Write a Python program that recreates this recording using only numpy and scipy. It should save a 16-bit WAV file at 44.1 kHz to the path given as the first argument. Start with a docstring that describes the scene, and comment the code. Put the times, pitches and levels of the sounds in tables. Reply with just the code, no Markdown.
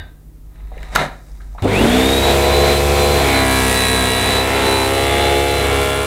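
"""An upright vacuum cleaner on living-room carpet: its belt-driven brush roll drums a stack of partials once
a turn, and slows as the handle is lowered and the bristles bite. Fan blades whine as a tone that tracks motor
speed, air roars and hisses as filtered noise, the motor buzzes. Before that come handling ticks (noise bursts),
a plastic latch and a foot switch (uneven noise slips). Mains hum, rumble and room hush lie below."""
import sys
import numpy as np
from scipy import signal
from scipy.fft import rfft, irfft
from scipy.io import wavfile
from scipy.ndimage import uniform_filter1d

SR = 44100
rng = np.random.default_rng(int(sys.argv[2]) if len(sys.argv) > 2 else 0)


def pcm_store(signal):
    """Save signal as 16-bit PCM."""
    levels = np.round(np.clip(np.atleast_2d(signal), -1, 1) * 32767)
    wavfile.write(sys.argv[1], SR, levels.astype(np.int16).T)


def invert_db(x):
    """Field ratio 10**(x/20) for x, a level in decibels (scalar or array-like)."""
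    u = np.asarray(x, float) / 20
    return 10 ** u


N = 267510
SWITCH_S = 1.622

# stance of the machine: t/s, stance index (0 running up, 1 parked upright, 2 tipped back,
# 3 pressed into the pile, 4 starting to roll, 5 pushed along, 6 slowed)
STANCE_TRACK = [(2.0, 0), (2.35, 1), (3.12, 1), (3.35, 2), (3.7, 3), (4.25, 3), (4.6, 4), (4.8, 4),
                (5.1, 5), (5.5, 5), (5.8, 6)]
# carpet drag: t/s, roll slowdown/(turns/s), blade tone sag/Hz
CARPET_DRAG = [(3.13, 0, 0), (3.22, 1.3, 5), (3.33, 3.8, 24), (3.46, 5.8, 52), (3.7, 7.1, 93),
               (3.9, 7.6, 106), (4.24, 7.4, 112), (4.41, 6.1, 104), (4.52, 4.1, 94), (4.6, 3.7, 87),
               (4.67, 3.9, 80), (4.81, 5.3, 75), (4.99, 3.0, 67), (5.19, 1.7, 52), (5.48, 1.3, 38),
               (5.7, 2.9, 43), (5.85, 2.5, 50), (6.07, 1.6, 38)]
# working effort: t/s, machine level/dB, bristle bite/dB
EFFORT_TRACK = [(1.62, -8, -17), (1.75, -2.2, -5), (2.1, 0.4, -5), (2.5, -0.05, -18), (2.7, -0.3, -10),
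                (3.15, -0.5, -3.5), (3.28, 0.1, -4), (3.47, -1.7, 5.5), (3.5, -0.5, 5), (3.8, -4, 12),
                (4.28, -6, 9), (4.36, -3, 5), (4.42, -4, -0.5), (4.63, -3, 0.5), (4.67, -2.5, 4.5),
                (5.26, -2.5, 1.5), (5.6, -4, 2), (6.07, -9.5, 8.5)]
# resonances of the plastic shell: f/Hz, relative density/dB
SHELL_COLOUR = [(35, -53), (60, -20), (169, -1), (319, -11), (659, -3.5), (735, -2), (881, -7), (1000, -4),
                (1140, -14), (1240, -5), (1470, -13.5), (1890, -6.5), (3260, -23), (3840, -10.5),
                (4600, -29), (5980, -51), (10100, -120)]


def curve(rows, before=-120.):
    """Table columns interpolated along time; `before` holds ahead of the first row."""
    s, *cols = np.transpose(rows)
    return [np.interp(np.arange(N) / SR, s, c, left=before) for c in cols]


def colour(x, points, lo_hz=20., hi_hz=20000.):
    """Filter by (f/Hz, level/dB) points on a log frequency axis; rms 1 between lo_hz and hi_hz."""
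    hz, db = np.transpose(points)
    f = np.fft.rfftfreq(N, 1 / SR) + 1e-3
    spec = rfft(x) * invert_db(np.interp(np.log(f), np.log(hz), db))
    part = irfft(spec * ((f > lo_hz) & (f < hi_hz)), N)
    return irfft(spec, N) / np.std(part)


def walk(rate_hz):
    """Random levels held 1 / rate_hz and slewed twice; spread near 1."""
    k = int(SR / rate_hz)
    steps = np.repeat(rng.standard_normal(N // k + 1), k)
    return 1.28 * uniform_filter1d(uniform_filter1d(steps, k), k)[:N]


def ring(modes, secs, spread_hz=70.0, count=5):
    """Decaying modes, each a cluster of close partials that beat; low ones cluster tighter."""
    t = np.arange(int(secs * SR)) / SR
    out = np.zeros(len(t))
    for hz, db, t60_s in modes:
        for _ in range(count):
            near_hz = hz + min(spread_hz, hz / 20) * rng.standard_normal()
            phase = rng.standard_normal()
            out += invert_db(db - 60 * t / t60_s) * np.cos(2 * np.pi * near_hz * t + phase)
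    return out


def hush():
    """Steady room hush: coloured noise."""
    # f/Hz, relative density/dB
    hush_colour = [(41, -46), (70, -23), (108, 2.5), (123, -20), (154, -9), (177, -11.5), (305, -12.5),
                   (418, -18), (490, -22), (524, -24.5), (2920, -40), (5150, -40.5), (15600, -36)]
    return colour(rng.standard_normal(N), hush_colour, 200, 20000) * invert_db(-53.5)


def hum():
    """Mains hum: a fundamental that wavers along with a low rumble, plus steady overtones."""
    # t/s, common level of fundamental and rumble/dB
    hum_track = [(0.0, -38), (0.24, -41), (0.466, -34.5), (0.934, -29), (1.122, -31), (1.18, -37),
                 (1.318, -33), (1.38, -35.5), (1.6, -33), (1.8, -32), (2.6, -38), (6.07, -48)]
    # f/Hz, level/dB; the first row is the fundamental, whose level comes from hum_track instead
    mains = [(48.4, -39), (96.9, -63), (150.7, -50.5), (253.0, -66), (306.8, -65)]
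    t = np.arange(N) / SR
    level_db = curve(hum_track, hum_track[0][1])[0] + 2.5 * walk(9.76)
    low, *upper = (np.sqrt(2) * np.sin(2 * np.pi * (hz * t + rng.random())) for hz, _ in mains)
    overtones = sum(invert_db(db) * tone for (_, db), tone in zip(mains[1:], upper))
    rumble_colour = [(12, -37), (25, -8), (42, -17), (60, -9), (100, -33), (300, -83)]
    rumble = colour(rng.standard_normal(N), rumble_colour)
    return invert_db(level_db) * (0.82 * low + 0.44 * rumble) + overtones


def earlier_knock():
    """End of a knock just before the start: ringing modes over a decaying noise tail."""
    # f/Hz (cluster centre), level/dB of each partial, t60/s
    knock_modes = [(74.7, -35.5, 0.32), (292, -60, .2), (1545, -44.5, 0.36), (1810, -45, 0.2),
                   (2900, -56, 0.24), (3700, -48, 0.28), (4670, -59, 0.19)]
    t = np.arange(N) / SR
    tail = invert_db(-41.0 - 60 * t / 0.42) * colour(rng.standard_normal(N), SHELL_COLOUR)
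    return tail + np.pad(ring(knock_modes, .5), (0, N))[:N]


def room(x):
    """Carpet and cushions: a short tail, the treble dying first."""
    t60_s, tail_db = .38, -9
    t = np.arange(int(.6 * SR)) / SR
    noise = rng.standard_normal(len(t)) * (t > .004)
    low = signal.lfilter([.25], [1, -.75], noise)
    high = noise - low
    tail = low * invert_db(-60 * t / t60_s) + .6 * high * invert_db(-60 * t / (.85 * t60_s))
    return x + invert_db(tail_db) * signal.fftconvolve(x, tail / np.linalg.norm(tail))[:N]


def ticks():
    """Contacts on the plastic: each a short band-passed noise knock with a bright edge."""
    # t/s, relative level/dB, centre f/Hz, t60/s, bright edge against knock/dB
    contacts = [(.557, -43, 2000, .03, -20), (.604, -45, 2000, .03, -22), (.717, -26, 606, 0.039, -23),
                (.767, -27.5, 493, 0.053, -16), (.778, -31, 2200, 0.027, -6), (0.83, -23, 2120, 0.017, -5),
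                (.953, -16, 3800, .01, 7), (0.96, 3, 1530, 0.018, -2.5), (1.317, -44, 5000, .01, -6),
                (1.401, -33, 1560, 0.12, -22), (1.417, -42, 3700, .03, -8), (1.549, -27.5, 690, .07, -15),
                (1.581, -25, 1020, 0.031, -25), (1.623, -20, 700, .03, -3), (1.645, -24, 3000, .03, 3)]
    out, t = np.zeros(N), np.arange(int(.15 * SR)) / SR
    bright = signal.butter(1, [3000., 9000.], "bandpass", fs=SR, output="sos")
    for s, db, hz, t60_s, edge_db in contacts:
        band = signal.butter(2, [hz / 1.25, hz * 1.22], "bandpass", fs=SR, output="sos")
        noise = rng.standard_normal(len(t))
        attack = 1 - np.exp(-t / 0.0005)
        knock = signal.sosfilt(band, noise * attack * invert_db(-60 * t / t60_s))
        edge = signal.sosfilt(bright, noise * invert_db(-60 * t / .005))
        both = knock / np.abs(knock).max() + invert_db(edge_db) * edge / np.abs(edge).max()
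        i = int(s * SR)
        out[i:i + len(t)] += invert_db(db - 2.0) * both
    return out


def slide(rows, scatter_db=2.0):
    """Dense uneven slips of plastic on plastic: the shell's resonances and a bright scrape."""
    slips = rng.standard_normal((2, N)) * invert_db(scatter_db * walk(400))
    shell_db, scrape_db = curve(rows)
    shell = colour(slips[0], SHELL_COLOUR, 500, 4600)
    scrape = colour(slips[1], [(3000, -34), (4600, 2.0), (8000, 1), (11000, -6), (15700, -25)])
    sliding = np.arange(N) < rows[-1][0] * SR
    return (shell * invert_db(shell_db) + scrape * invert_db(scrape_db)) * sliding


def latch():
    """The handle latch slides, lets go and rattles."""
    # t/s, shell level/dB, scrape level/dB
    latch_track = [(.45, -72, -80), (.56, -57, -76), (.71, -53.5, -72), (.83, -41, -56), (.9, -45, -58),
                   (.947, -32.5, -43), (.959, -12, -20), (.969, -22, -41), (1.015, -17.5, -37.5),
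                   (1.07, -34.5, -48)]
    return slide(latch_track)


def foot_switch():
    """A foot shuffles onto the switch and presses it down."""
    # t/s, shell level/dB, scrape level/dB
    press_track = [(1.12, -62, -62), (1.3, -57, -60.5), (1.575, -58, -64), (1.585, -41, -63),
                   (1.622, -47, -57)]
    return slide(press_track)


def speed(lead_s=.035):
    """Share of full speed: a quick and a slow exponential run-up, starting lead_s before the switch."""
    quick_share, quick_s, slow_s = .49, .085, .256
    on_s = np.maximum(np.arange(N) / SR - SWITCH_S + lead_s, 0)
    return 1 - quick_share * np.exp(-on_s / quick_s) - (1 - quick_share) * np.exp(-on_s / slow_s)


def roll_angle():
    """Brush roll angle/rad: integrated turn rate, slowed by carpet drag."""
    free_turns_per_s = 71.45
    return 2 * np.pi * np.cumsum(free_turns_per_s * speed() - curve(CARPET_DRAG, 0)[0]) / SR


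def stance_db(column):
    """One column of the stance balance along time, offset by the machine's level."""
    # one row a stance: low drumming/dB, bristle slap/dB, top hiss/dB
    balance = [(-20, -27, -35), (-21.5, -26, -34), (-20, -20.5, -37), (-20.5, -19, -34.5),
               (-19.5, -19, -37), (-19.5, -22.5, -38), (-18, -21.5, -35.5)]
    levels = np.transpose(balance)[column]
    return np.interp(curve(STANCE_TRACK, 0)[0], np.arange(len(balance)), levels) + curve(EFFORT_TRACK)[0]


def jolt():
    """Loose panels and wheels shake in lumps of noise as the motor kicks in, then die away."""
    # f/Hz, relative density/dB
    jolt_colour = [(29, -43), (50, -12), (92, -14), (172, -10), (205, -10.5), (361, -5), (912, -20),
                   (1180, -27), (1500, -24), (1950, -51), (3300, -120)]
    level_db, rise_s, hold_s, fall_db_per_s = -16, 0.034, 0.21, 130
    on_s = np.arange(N) / SR - SWITCH_S
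    lumps = rng.standard_normal(N) * invert_db(2.8 * walk(150))
    fall_db = fall_db_per_s * np.maximum(on_s - hold_s, 0)
    return colour(lumps, jolt_colour, 120, 1000) * invert_db(level_db - fall_db) * np.clip(on_s / rise_s, 0, 1)


def buzz():
    """The magnetic pull peaks twice a mains cycle, strongest at the inrush and under load."""
    base_db, inrush_db, inrush_s, db_per_slip, waver_db = -31, 17.5, 0.23, .5, 1.5
    t = np.arange(N) / SR
    surge_db = inrush_db * np.exp(-np.maximum(t - SWITCH_S, 0) / inrush_s)
    load_db = db_per_slip * curve(CARPET_DRAG, 0)[0]
    level_db = base_db + surge_db + load_db + waver_db * walk(3.99)
    return np.sqrt(2) * invert_db(level_db) * np.sin(2 * np.pi * 99.9 * t)


def air(turn):
    """Turbulent roar and hiss as noise; two bristle rows rasp over the pile twice a turn."""
    # each: f/Hz, relative density/dB
    roar_colour = [(18, -34), (30, -14), (80, -9.5), (193, -12), (257, -7), (304, -16.5), (445, -2.5),
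                   (565, -14.5), (684, -4.5), (1160, -16.5), (2200, -13.5), (3070, -19), (3550, -14.5),
                   (5200, -31.5), (9000, -31.5), (11700, -51), (19800, -120)]
    hiss_colour = [(2650, -17), (4500, -1), (5340, -4), (6820, -4.5), (7530, -2.5), (9420, -6.5),
                   (12300, -5.5), (14300, -10.5), (15600, -14.5)]
    rasp_colour = [(3530, -5), (6000, -5), (6920, -8.5), (7500, 1), (9080, 3), (10800, 2.5), (11500, -4.5),
                   (13000, -13)]
    roar_db, rasp_db, hiss_db_per_bite_db, hiss_db_per_decade = -23, -29, 0.15, 31
    level_db, bite_db = curve(EFFORT_TRACK)

    roar_noise = rng.standard_normal(N) * (1 + 0.033 * np.cos(turn))
    roar = colour(roar_noise, roar_colour, 880, 4950) * invert_db(level_db + roar_db + 2.16 * walk(12))

    speed_db = hiss_db_per_decade * np.log10(np.maximum(speed(), .4))
    hiss_db = stance_db(2) + hiss_db_per_bite_db * bite_db + speed_db
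    hiss = colour(rng.standard_normal(N), hiss_colour, 11660, 15800) * invert_db(hiss_db + 0.67 * walk(15))

    gate = (1 + 0.34 * np.cos(turn)) * invert_db(6.2 * np.cos(2 * turn))
    rasp = colour(rng.standard_normal(N) * gate, rasp_colour) * invert_db(level_db + bite_db + rasp_db)
    return roar + hiss + rasp


def fan():
    """Blade tone with faint sidebands one shaft turn away; it swells and fades in the room's standing waves."""
    # multiple of the shaft rate, level against the whine/dB
    shaft_partials = [(11, -17), (12, 0), (13, -19)]
    # swells of the whine: start t/s, length/s, level/dB
    swells = [(1.753, 0.018, -21), (1.903, .04, -30.5), (2.043, 0.14, -24), (2.243, 0.062, -22.5),
              (2.44, .02, -25), (2.54, 0.23, -25.5), (2.99, .23, -28), (3.35, 0.055, -23.5),
              (3.53, 0.061, -27), (3.64, .04, -30), (3.772, 0.62, -23), (4.55, 0.017, -28),
              (4.655, 0.2, -25), (4.95, 0.08, -27), (5.22, .055, -29.5), (5.35, .04, -33),
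              (5.497, .12, -31.5)]
    blades, free_blade_hz = 12, 4060
    floor_db, fade_db_per_s = -40, 200
    ripple_hz, ripple_step_hz, ripple_db, ripple_until_share = 3680, 48.2, 4, .03

    t, share = np.arange(N) / SR, speed(lead_s=0.)
    hz = free_blade_hz * share - curve(CARPET_DRAG, 0)[1]
    shaft = 2 * np.pi * np.cumsum(hz * (1 + 0.00027 * walk(40.0))) / SR / blades

    level_db = np.full(N, float(floor_db))
    for s, secs, db in swells:
        outside_s = np.maximum(np.abs(t - s - secs / 2) - secs / 2, 0)
        level_db = np.maximum(level_db, db - fade_db_per_s * outside_s)

    # standing waves crossed during run-up; the ripple ends ripple_until_share below full speed
    depth = np.clip((1 - share) / ripple_until_share - 1, 0, 1)
    ripple = depth * np.cos(2 * np.pi * (hz - ripple_hz) / ripple_step_hz)
    waver_db = 1.2 * walk(14)
    tone = sum(invert_db(db) * np.sin(n * shaft) for n, db in shaft_partials)
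    return np.sqrt(2) * invert_db(level_db + ripple_db * ripple + waver_db) * tone


def brush_roll(turn, count=62):
    """The same bumps come round every turn; high partials line up into one sharp slap of the bristles."""
    # each: multiple of the turn rate, relative level/dB
    run_up = [(1, 1), (2, -12), (3, -2), (4, 6.5), (5, -2.5), (6, -7), (7, 1.5), (8, -6), (9, -10),
              (10, -2), (11, -47), (12, -8), (13, -27), (14, -3.5)]
    parked = [(1, 4.5), (2, -3.5), (3, -7.5), (4, -11), (5, 1.5), (6, 1.5), (7, 3), (8, -3.5), (9, -0.5),
              (10, -7), (11, -3.5), (12, -13), (13, -41), (14, -1.5), (15, -5.5), (16, -12), (17, -32),
              (18, -9.5), (19, -8), (20, -17), (21, -27), (22, -38), (23, -66), (24, -15), (25, -31),
              (26, -30), (27, -20), (28, -20), (29, -38), (30, -19), (31, -15), (32, -15), (33, -5.5),
              (34, -32), (35, -18), (36, -6.5)]
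    tipped = [(1, 0), (2, -5.5), (3, -12), (4, 3), (5, -1), (6, -4), (7, -8), (8, -34), (9, -3.5), (10, -1),
              (11, -9), (12, -2), (13, -16), (14, -15), (15, -5), (16, -9), (17, -9), (18, -19), (19, -10),
              (20, -14), (21, -21), (22, -4), (23, -24), (24, -27), (25, -3.5), (26, -26), (27, -19),
              (28, -13), (29, -18), (30, -4), (31, -16), (32, -6), (33, -3), (34, -7), (35, -24),
              (36, -4.5), (37, -27), (38, -20), (39, -28), (40, -25)]
    pressed = [(1, 3), (2, -10), (3, -3.5), (4, -1), (5, -7.5), (6, -3.5), (7, -0.5), (8, -5), (9, -13),
               (10, -4.5), (11, -2.5), (12, -12), (13, -8.5), (14, -23), (15, -3.5), (16, -30), (17, -4.5),
               (18, -28), (19, -27), (20, -9), (21, -8), (22, -30), (23, -50), (24, -32), (25, -11),
               (26, -3), (27, -14), (28, -24), (29, -26), (30, -3.5), (31, -17), (32, -27.5), (33, -24),
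               (34, -7), (35, -29), (36, -5.5), (37, -30), (38, -26), (39, -7.5), (40, -24), (41, -8),
               (42, -25), (43, -29), (44, -7.5), (45, -54), (46, -28), (47, -14), (48, -38), (49, -25),
               (50, -27), (51, -27), (52, -11), (53, -23), (54, -14), (55, -15), (56, -13)]
    rolling = [(1, -4), (2, -17), (3, -11.5), (4, -3.5), (5, -4), (6, 2), (7, -7.5), (8, -2), (9, -11),
               (10, -5), (11, -12), (12, -8), (13, -2.5), (14, -21), (15, -5), (16, -27), (17, -12),
               (18, -32), (19, -10), (20, -8), (21, -24), (22, -19), (23, -13), (24, -13), (25, -18),
               (26, -26), (27, -8.5), (28, -12), (29, -18), (30, -19), (31, -8), (32, -18), (33, -9),
               (34, -23), (35, -32), (36, -10), (37, -26), (38, -13), (39, -20), (40, -8), (41, -21),
               (42, -24), (43, -26), (44, -11.5), (45, -26), (46, -29)]
    pushed = [(1, 1.5), (2, -8.5), (3, -25), (4, -6.5), (5, -0.5), (6, 0.5), (7, 1), (8, -3.5), (9, -8.5),
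              (10, -1), (11, -18), (12, -0.5), (13, -12), (14, -29), (15, -19), (16, -26), (17, -6),
              (18, -20), (19, -12), (20, -6.5), (21, -13), (22, -13), (23, -19), (24, -6.5), (25, -30),
              (26, -21), (27, -8.5), (28, -18), (29, -10), (30, -5), (31, -11), (32, -8), (33, -5),
              (34, -24), (35, -29), (36, -29), (37, -30), (38, -4.5), (39, -23), (40, -24), (41, -4.5),
              (42, -22), (43, -27), (44, -8), (45, -27), (46, -31), (47, -27), (48, -9), (49, -32),
              (50, -5), (51, -11), (52, -21), (53, -37), (54, -17), (55, -14), (56, -18)]
    slowed = [(1, 1), (2, -6), (3, -14), (4, -4), (5, -3.5), (6, 4.5), (7, 1.5), (8, -6), (9, -1), (10, -8),
              (11, -25), (12, -3.5), (13, -19), (14, -27), (15, 1.5), (16, -29), (17, -4.5), (18, -30),
              (19, -9), (20, 2), (21, -20), (22, -28), (23, -20), (24, -4), (25, -23), (26, -7), (27, -39),
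              (28, -29), (29, -26), (30, -2), (31, -24), (32, -21), (33, -1), (34, -19), (35, -12),
              (36, -15), (37, -24), (38, -8), (39, -21), (40, -3), (41, -11), (42, -19), (43, -26),
              (44, -7), (45, -23), (46, -25), (47, -27), (48, -6), (49, -28), (50, -4.5), (51, -31),
              (52, -22), (53, -30), (54, -28), (55, -31), (56, -30)]
    even_from_s, even_over_s = 1.687, .14  # drumming emerges from the shudder
    hop, knots, low_count = 64, 45, 12
    drift_rad, smear_rad = .4, .8

    k = np.arange(1, count + 1)
    stances = []
    for table in (run_up, parked, tipped, pressed, rolling, pushed, slowed):
        listed_db = np.interp(k, *np.transpose(table))
        # beyond the table: mean of its last 8 levels, sloping down
        beyond_db = np.mean(table[-8:], axis=0)[1] - 0.082 * (k - len(table))
        stances.append(np.where(k <= len(table), listed_db, beyond_db))
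    stances = np.array(stances)
    # a short slap cannot single out one partial: neighbours share their power
    power = 10 ** (stances[:, low_count:] / 10)
    stances[:, low_count:] = 10 * np.log10(signal.convolve(power, [[.15, .7, .15]], "same"))

    where = curve(STANCE_TRACK, 0)[0][::hop]
    at_knot = np.linspace(0, knots - 1, len(where))
    # short waves shift more as the machine moves, neighbours together
    chance = rng.standard_normal((2, count, knots))
    wander_spread_db = np.interp(k, [6, 30], [1.5, 2.3])[:, None]
    chance[0] = 1.6 * uniform_filter1d(chance[0], size=3, axis=0) * wander_spread_db
    # the bristles never land at quite the same angle, which blurs the high partials
    angle = turn + .014 * walk(45)

    drum, slap = np.zeros((2, N))
    for n in k:
        db = np.interp(where, np.arange(len(stances)), stances[:, n - 1])
        wander_db, slip = (np.interp(at_knot, np.arange(knots), c) for c in chance[:, n - 1])
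        phase = rng.standard_normal() * (smear_rad if n > low_count else np.pi)
        gain = invert_db(db + wander_db) * np.exp(1j * (drift_rad * slip + phase))
        partial = np.real(np.repeat(gain, hop)[:N] * np.exp(1j * n * angle))
        if n > low_count:
            slap += partial
        else:
            drum += partial
    even = np.clip((np.arange(N) / SR - even_from_s) / even_over_s, 0, 1)
    return even * (invert_db(stance_db(0)) * drum + invert_db(stance_db(1)) * slap)


def scene():
    """Machine from the switch on, handling noises in the room, background."""
    turn = roll_angle()
    running = np.arange(N) > SWITCH_S * SR
    machine = (brush_roll(turn) + fan() + air(turn) + buzz() + jolt()) * running
    handling = room(ticks() + latch() + foot_switch())
    background = hum() + hush() + earlier_knock()
    return (machine + handling + background)[None]


def top_cut(x):
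    """Nothing passes above the cut-off."""
    return signal.sosfilt(signal.butter(12, 15740, fs=SR, output="sos"), x)


def record(dry):
    """Soft clipping rounds the loudest peaks; a steep low-pass cuts the top."""
    rounded = np.tanh(0.72 * dry) / 0.69
    low_pass = signal.ellip(8, .2, 70, 15750, fs=SR, output="sos")
    return top_cut(signal.sosfilt(low_pass, rounded))


dry = scene()
out = record(dry)
pcm_store(out)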